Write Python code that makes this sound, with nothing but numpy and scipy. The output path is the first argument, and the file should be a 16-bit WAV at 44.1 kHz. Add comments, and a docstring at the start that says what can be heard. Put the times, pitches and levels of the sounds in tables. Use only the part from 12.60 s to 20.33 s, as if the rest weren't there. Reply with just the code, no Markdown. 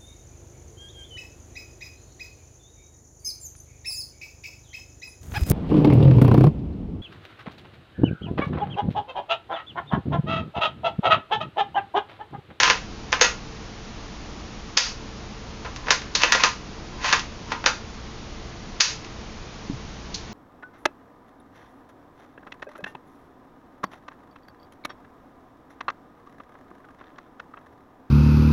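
"""A bolt-action airsoft rifle, cocked and dry-fired twice in a small room with close walls.
The bolt slides and clacks, the sear slips and the piston snaps home; loose parts tick in between.
Each contact sets off ringing tones of the rifle and the room. Near the end the stock bumps softly.
A fan and mains hum lie underneath, all heard through one narrow-band microphone
whose limiter ducks after each hard hit."""
import sys
import numpy as np
from scipy import signal
from scipy.fft import rfft, irfft, next_fast_len
from scipy.io import wavfile
from scipy.ndimage import uniform_filter1d

SR = 44100
rng = np.random.default_rng(int(sys.argv[2]) if len(sys.argv) > 2 else 0)


def waveform_to_disk(signal):
    """Save audio, clipped to [-1, 1], as 16-bit WAV at the path in sys.argv[1]."""
    frames = np.transpose(np.atleast_2d(signal))
    scaled = np.clip(frames, -1, 1) * 32767
    samples = np.round(scaled).astype(np.int16)
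    wavfile.write(sys.argv[1], SR, samples)


N = 340893
TIME = np.arange(N) / SR

# The bolt hitting its stops. Each row: start in seconds, level in dB, knock (lows) in dB,
# brightness (highs) in dB, chatter decay in seconds, the part's own pitch in Hz, its lift in dB.
BOLT_CLACKS = [(0.001, -10.5, -1.5, 2, 0.003, 1720, 4.5), (0.0328, 1.5, -5, -2, 0.0019, 2880, 4.5),
               (0.099, -5.5, -6.5, -6.5, 0.0075, 486, 6), (0.5274, -4.5, -2.5, -10.5, 0.0025, 1600, 3.5),
               (0.6119, 1, -3.5, -0.5, 0.003, 490, 10.5), (3.3059, -4.5, -1, 2, 0.0039, 1690, 2.5),
               (3.634, -4.5, 2.5, -2, .0018, 2680, 8.5), (3.722, -3.5, -4, 2, 0.0029, 1720, 7.5),
               (3.8361, -2.5, -2, 0.5, 0.0036, 1210, 3.5), (4.5262, -7.5, -3, -2, 0.0061, 1140, 5.5),
               (5.0613, -1.5, 0.5, 0.5, 0.0014, 1460, 5)]
def bolt_clacks(rebound_s=0.01, loss_db=16.5, dull_db=8.5, chatter_s=0.0046, part_hz=1300, lift_db=7):
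    """The bolt hits its stop, then settles with a weaker, duller rebound."""
    rebounds = [(start + rebound_s, db - loss_db, knock, bright - dull_db, chatter_s, part_hz, lift_db)
                for start, db, knock, bright, *_ in BOLT_CLACKS]
    return list(BOLT_CLACKS) + rebounds


# The trigger pulls. Each row: start in seconds, level in dB, knock in dB, brightness in dB.
DRY_SHOTS = [(2.174, 3.5, -5, 6.5), (6.2062, 3, -13.5, 7)]
def dry_shots(lead_s=0.0048, sear_under_db=24.5, sear_knock_db=5):
    """The sear slips with a small click, then the piston snaps home."""
    part = (0.0028, 4600, 2.5)   # chatter decay in seconds, pitch in Hz, lift in dB
    sears = [(start - lead_s, db - sear_under_db, sear_knock_db, 0, *part) for start, db, *_ in DRY_SHOTS]
    pistons = [(*shot, *part) for shot in DRY_SHOTS]
    return sears + pistons


# Light touches on the rifle. Each row: start in seconds, level in dB, hardness as dB of treble,
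# chatter decay in seconds, the part's own pitch in Hz.
PART_TOUCHES = [(0.077, -14, -7, 0.0041, 1000), (0.521, -24.5, -3, 0.0088, 6000),
                (0.595, -22, -7, .0013, 2000), (0.62, -12, 2.5, 0.0066, 2750),
                (0.644, -16.5, -1, 0.0092, 1410), (3.048, -30, -16, 0.016, 600),
                (3.161, -31, 2.5, 0.005, 1100), (3.269, -28, -24, 0.0047, 1700),
                (3.283, -20.5, -16, 0.0071, 1840), (3.418, -30, -2, 0.0027, 1800),
                (3.5509, -17.5, 6, 0.0093, 4050), (3.619, -19, 2, 0.0039, 2700),
                (3.748, -12.5, -5, 0.0062, 490), (4.443, -20, -6, .0081, 980),
                (4.594, -22.5, 4.5, 0.0024, 3320), (4.9185, -18, -12.5, 0.0071, 950),
                (5.041, -18.5, -13, .0018, 1540), (6.446, -34.5, -1, 0.0032, 2610),
                (7.543, -44.5, 23, 0.0088, 4170)]
def loose_parts(knock_db=-1.5, knock_per_hardness=0.36, lift_db=6):
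    """Loose parts meet lightly: hard touches tick, soft ones knock."""
    return [(start, db, knock_db - knock_per_hardness * hardness, hardness, chatter_s, hz, lift_db)
            for start, db, hardness, chatter_s, hz in PART_TOUCHES]


def impact(chatter_s, lead_in_db=-15.0, lead_in_s=0.0024, size=4096):
    """A faint, brief swell of noise leads into a click of micro-impacts that excite all pitches evenly."""
    envelope = np.exp(-TIME[:size] / chatter_s)
    chatter = rng.standard_normal(size) * envelope
    for _ in range(4):   # flatten the spectrum while keeping the burst short
        spectrum = rfft(chatter)
        chatter = irfft(spectrum / (np.abs(spectrum) + 1e-12)) * envelope ** (1 / 8)
    click = rms_one(chatter) * np.sqrt(np.mean(envelope ** 2))
    lead_in = from_db(lead_in_db) * rng.standard_normal(size) * np.exp(-(TIME[:size] / lead_in_s) ** 2)
    return np.concatenate([lead_in[::-1], click])   # the click starts at the midpoint


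def contacts(events, knock_hz=1200, bright_hz=3500, part_q=5.1):
    """Heavy parts knock, light ones tick; each adds its own short resonance and echoes off the walls."""
    force = np.zeros(N + 2 * SR)   # a spare second at each end
    for start, level_db, knock_db, bright_db, chatter_s, part_hz, lift_db in events:
        low, rest = split(impact(chatter_s), knock_hz)
        mid, high = split(rest, bright_hz)
        click = from_db(knock_db) * low + mid + from_db(bright_db) * high
        click = click + (from_db(lift_db) - 1) * resonance(click, part_hz, part_hz / part_q)
        heard = from_db(level_db) * room(click)
        at = SR + round(start * SR) - len(click) // 2
        force[at:at + len(heard)] += heard
    return force[SR:SR + N]


# The bolt's strokes. Each row: time of full speed in seconds, stop in seconds, friction in dB.
BOLT_STROKES = [(0, 0.095, -26), (3.272, 3.307, -46), (3.61, 3.78, -32.5), (3.801, 3.826, -31),
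                (4.464, 4.577, -28.5), (4.915, 4.93, -43.5)]
def stroke_friction_db(swell_db_per_s=328, sag_db_per_s=64, stop_db_per_s=901):
    """Each stroke swells as the bolt gathers speed, sags as it travels and dies when it stops."""
    strokes = []
    for full, stop, db in BOLT_STROKES:
        swell = swell_db_per_s * np.maximum(full - TIME, 0)
        sag = sag_db_per_s * np.maximum(TIME - full, 0)
        halt = stop_db_per_s * np.maximum(TIME - stop, 0)
        strokes.append(db - swell - sag - halt)
    return np.max(strokes, axis=0)


def bolt_slide(slips_per_s=2500, spread_db=5.0, dull_hz=5500, thin_hz=750, tube_db=-14):
    """Friction is a dense run of tiny slips of uneven size, which make the bolt's tube sing."""
    sizes = rng.choice([-1, 1], N) * from_db(spread_db * rng.uniform(-0.63, 1, N))
    slips = (rng.random(N) < slips_per_s / SR) * sizes
    scrape = rms_one(butter(slips, dull_hz, "low", order=1))
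    scrape = butter(scrape, thin_hz, "high")
    friction_db = stroke_friction_db()
    # the tube follows only part of the friction's swing, so a light rub mostly sings
    tube_drive = scrape * from_db(tube_db + 0.6 * friction_db)
    return scrape * from_db(friction_db) + resonance(tube_drive, hz=1030, width_hz=120)


# The colour of a contact. Each row: frequency in Hz, gain in dB.
CONTACT_COLOUR = [(100, -19.5), (250, -5), (380, -4), (490, 1), (620, -1.5), (1000, 4), (1700, 4.5),
                  (2600, 2.5), (3500, -0.5), (5000, 0), (6500, 0), (7500, -14)]
# Ringing tones of the rifle and the room. Each row: pitch in Hz, relative level in dB, t60 in seconds.
RINGING_TONES = [(510, -6.5, 0.036), (765, -8, 0.14), (892, -6, 0.065), (950, -1, 0.11), (1027, 1.5, 0.14),
                 (1225, -0.5, .22), (1286, -5, 0.21), (1406, -2, 0.25), (1590, -5.5, 0.22),
                 (1725, -4.5, 0.084), (1924, -7.5, 0.14), (1920, -5.5, 0.15), (2165, -10.5, 0.32),
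                 (2540, -14, 0.11), (2608, -6.5, 0.03), (2880, -16.5, .12), (3590, -7, 0.064),
                 (4360, -13.5, .12), (4770, -7, 0.073), (5700, -9, 0.1), (6500, -11.5, .2)]
def crack_and_ring(force, direct_db=4.0, ring_db=7.5):
    """Every contact radiates as a crack and sets off ringing tones of the rifle and the small room."""
    crack = colour(force, CONTACT_COLOUR)
    tones = sum(from_db(db) * resonance(crack, hz, width_hz=np.log(1000) / (np.pi * t60))
                for hz, db, t60 in RINGING_TONES)
    return from_db(direct_db) * crack + from_db(ring_db) * tones


def bolt_handle(level_db=-14):
    """The handle rings as the bolt is first slammed shut."""
    return from_db(level_db) * ring(start=0.613, hz=6455, t60=0.21)


# The stock's bumps. Each row: start in seconds, level in dB, pitch in Hz, t60 in seconds.
STOCK_BUMPS = [(7.0985, -22, 280, 0.097), (7.098, -21, 200, 0.044), (7.1335, -24, 127, .1)]
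def stock_bumps():
    """The stock meets the shooter's body with soft, low thuds."""
    return sum(from_db(db) * ring(start, hz, t60) for start, db, hz, t60 in STOCK_BUMPS)


def room(x, echo_db=-3, wall_delay_s=0.005, low_t60=0.26, high_t60=0.27, early_db=11.5, early_s=0.0041):
    """A thin direct crack, then the close walls; their echo pattern is new each time, as the rifle moves."""
    age = TIME[:SR // 3]
    scatter = butter(rng.standard_normal(len(age)), 200, "high")
    low, high = split(scatter, hz=3500)
    tail = low * from_db(-60 * age / low_t60) + high * from_db(-60 * age / high_t60)
    early_lift = 1 + from_db(early_db) * np.exp(-age / early_s)
    echoes = tail * early_lift * (age > wall_delay_s)
    body, crack = split(signal.unit_impulse(len(age)), hz=1400)
    direct = from_db(-2.0) * body + crack
    return signal.fftconvolve(x, direct + from_db(echo_db) * echoes / np.linalg.norm(echoes))


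# The fan's air noise in the room. Each row: frequency in Hz, relative spectral level in dB.
FAN_SPECTRUM = [(12, -32), (20, 3.5), (65, -2.5), (87, -3), (109, -9), (210, -4.5), (244, -9), (361, -9),
                (388, -16), (439, -11), (508, -15), (1110, -16), (1530, -20.5), (5900, -25), (7000, -27.5),
                (9100, -96), (15400, -120)]
def fan(level_db=-38, top_hz=7250):
    """Moving air makes a smooth, low rush."""
    air = colour(rng.standard_normal(N), FAN_SPECTRUM)
    return from_db(level_db) * rms_one(butter(air, top_hz, "low", order=8))


# Hum lines in the room tone. Each row: pitch in Hz, rms level in dB.
HUM_LINES = [(60, -50), (120, -50.5), (220, -52.5), (298, -59.5), (445, -55)]
def hum(waver_rad=0.38, waver_hz=4.7):
    """The mains and the fan motor hum in slightly unsteady tones."""
    tones = np.zeros(N)
    for hz, db in HUM_LINES:
        phase = 2 * np.pi * (hz * TIME + rng.random())
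        waver = waver_rad * rms_one(butter(rng.standard_normal(N), waver_hz, "low"))
        tones += np.sqrt(2) * from_db(db) * np.sin(phase + waver)
    return tones


def from_db(db):
    """Decibels to gain."""
    return 10 ** (np.asarray(db) / 20)


def rms_one(x):
    """Scale to rms 1."""
    return x / np.sqrt(np.mean(x ** 2) + 1e-20)


def butter(x, hz, kind, order=2):
    """Causal Butterworth filter."""
    return signal.sosfilt(signal.butter(order, hz, kind, fs=SR, output="sos"), x + 1e-18)


def split(x, hz):
    """Lows and highs that add up flat."""
    return [butter(butter(x, hz, kind), hz, kind) for kind in ("low", "high")]


def colour(x, spectrum):
    """Causal (minimum-phase) filter that follows rows of frequency in Hz and gain in dB."""
    size = 2 * next_fast_len(N)
    hz, db = np.transpose(spectrum)
    bins = np.maximum(np.arange(size // 2 + 1) * SR / size, 1)
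    gain = from_db(np.interp(np.log(bins), np.log(hz), db))
    cepstrum = irfft(np.log(gain))
    cepstrum[1:size // 2] *= 2
    cepstrum[size // 2 + 1:] = 0
    return irfft(rfft(x, size) * np.exp(rfft(cepstrum)))[:N]


def resonance(x, hz, width_hz):
    """Two-pole resonance, gain 1 at its peak."""
    r = np.exp(-np.pi * width_hz / SR)
    return signal.lfilter([1 - r, 0, r - 1], [1, -2 * r * np.cos(2 * np.pi * hz / SR), r * r], x + 1e-18)


def ring(start, hz, t60):
    """A sine of height 1 that dies away from its start, by 60 dB in t60 seconds."""
    age = np.maximum(TIME - start, 0)
    return np.sin(2 * np.pi * hz * age) * from_db(-60 * np.minimum(age / t60, 2))


def scene():
    """The rifle in its small room, over the fan and the hum, in mono."""
    hits = contacts(bolt_clacks() + dry_shots() + loose_parts())
    slides = room(bolt_slide())[:N]
    handling = crack_and_ring(hits + slides) + bolt_handle() + stock_bumps()
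    return (handling + fan() + hum())[None]


def limiter(x, threshold_db=-2.0, release_db_per_s=113.0, treble_db=9.5, treble_hz=4500):
    """The gain drops at once on a loud hit, most on a bright one, and climbs back steadily."""
    treble = from_db(treble_db) * butter(x, treble_hz, "high")
    power = uniform_filter1d(x ** 2 + treble ** 2, size=128)
    over_db = np.maximum(10 * np.log10(np.maximum(power, 1e-12)) - threshold_db, 0)
    recovery_db = release_db_per_s * TIME
    duck_db = np.maximum.accumulate(over_db + recovery_db) - recovery_db
    return x * from_db(-uniform_filter1d(duck_db, size=96))


def record(dry, cutoff_hz=7250):
    """One speech-band microphone with a limiter; the highest peaks are rounded off."""
    narrow = butter(dry[0], cutoff_hz, "low", order=8)
    rounded = np.tanh(limiter(narrow))
    band_edge = signal.ellip(8, 0.2, 80, cutoff_hz, fs=SR, output="sos")
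    return signal.sosfilt(band_edge, rounded)[None]


dry = scene()
out = record(dry)
waveform_to_disk(out)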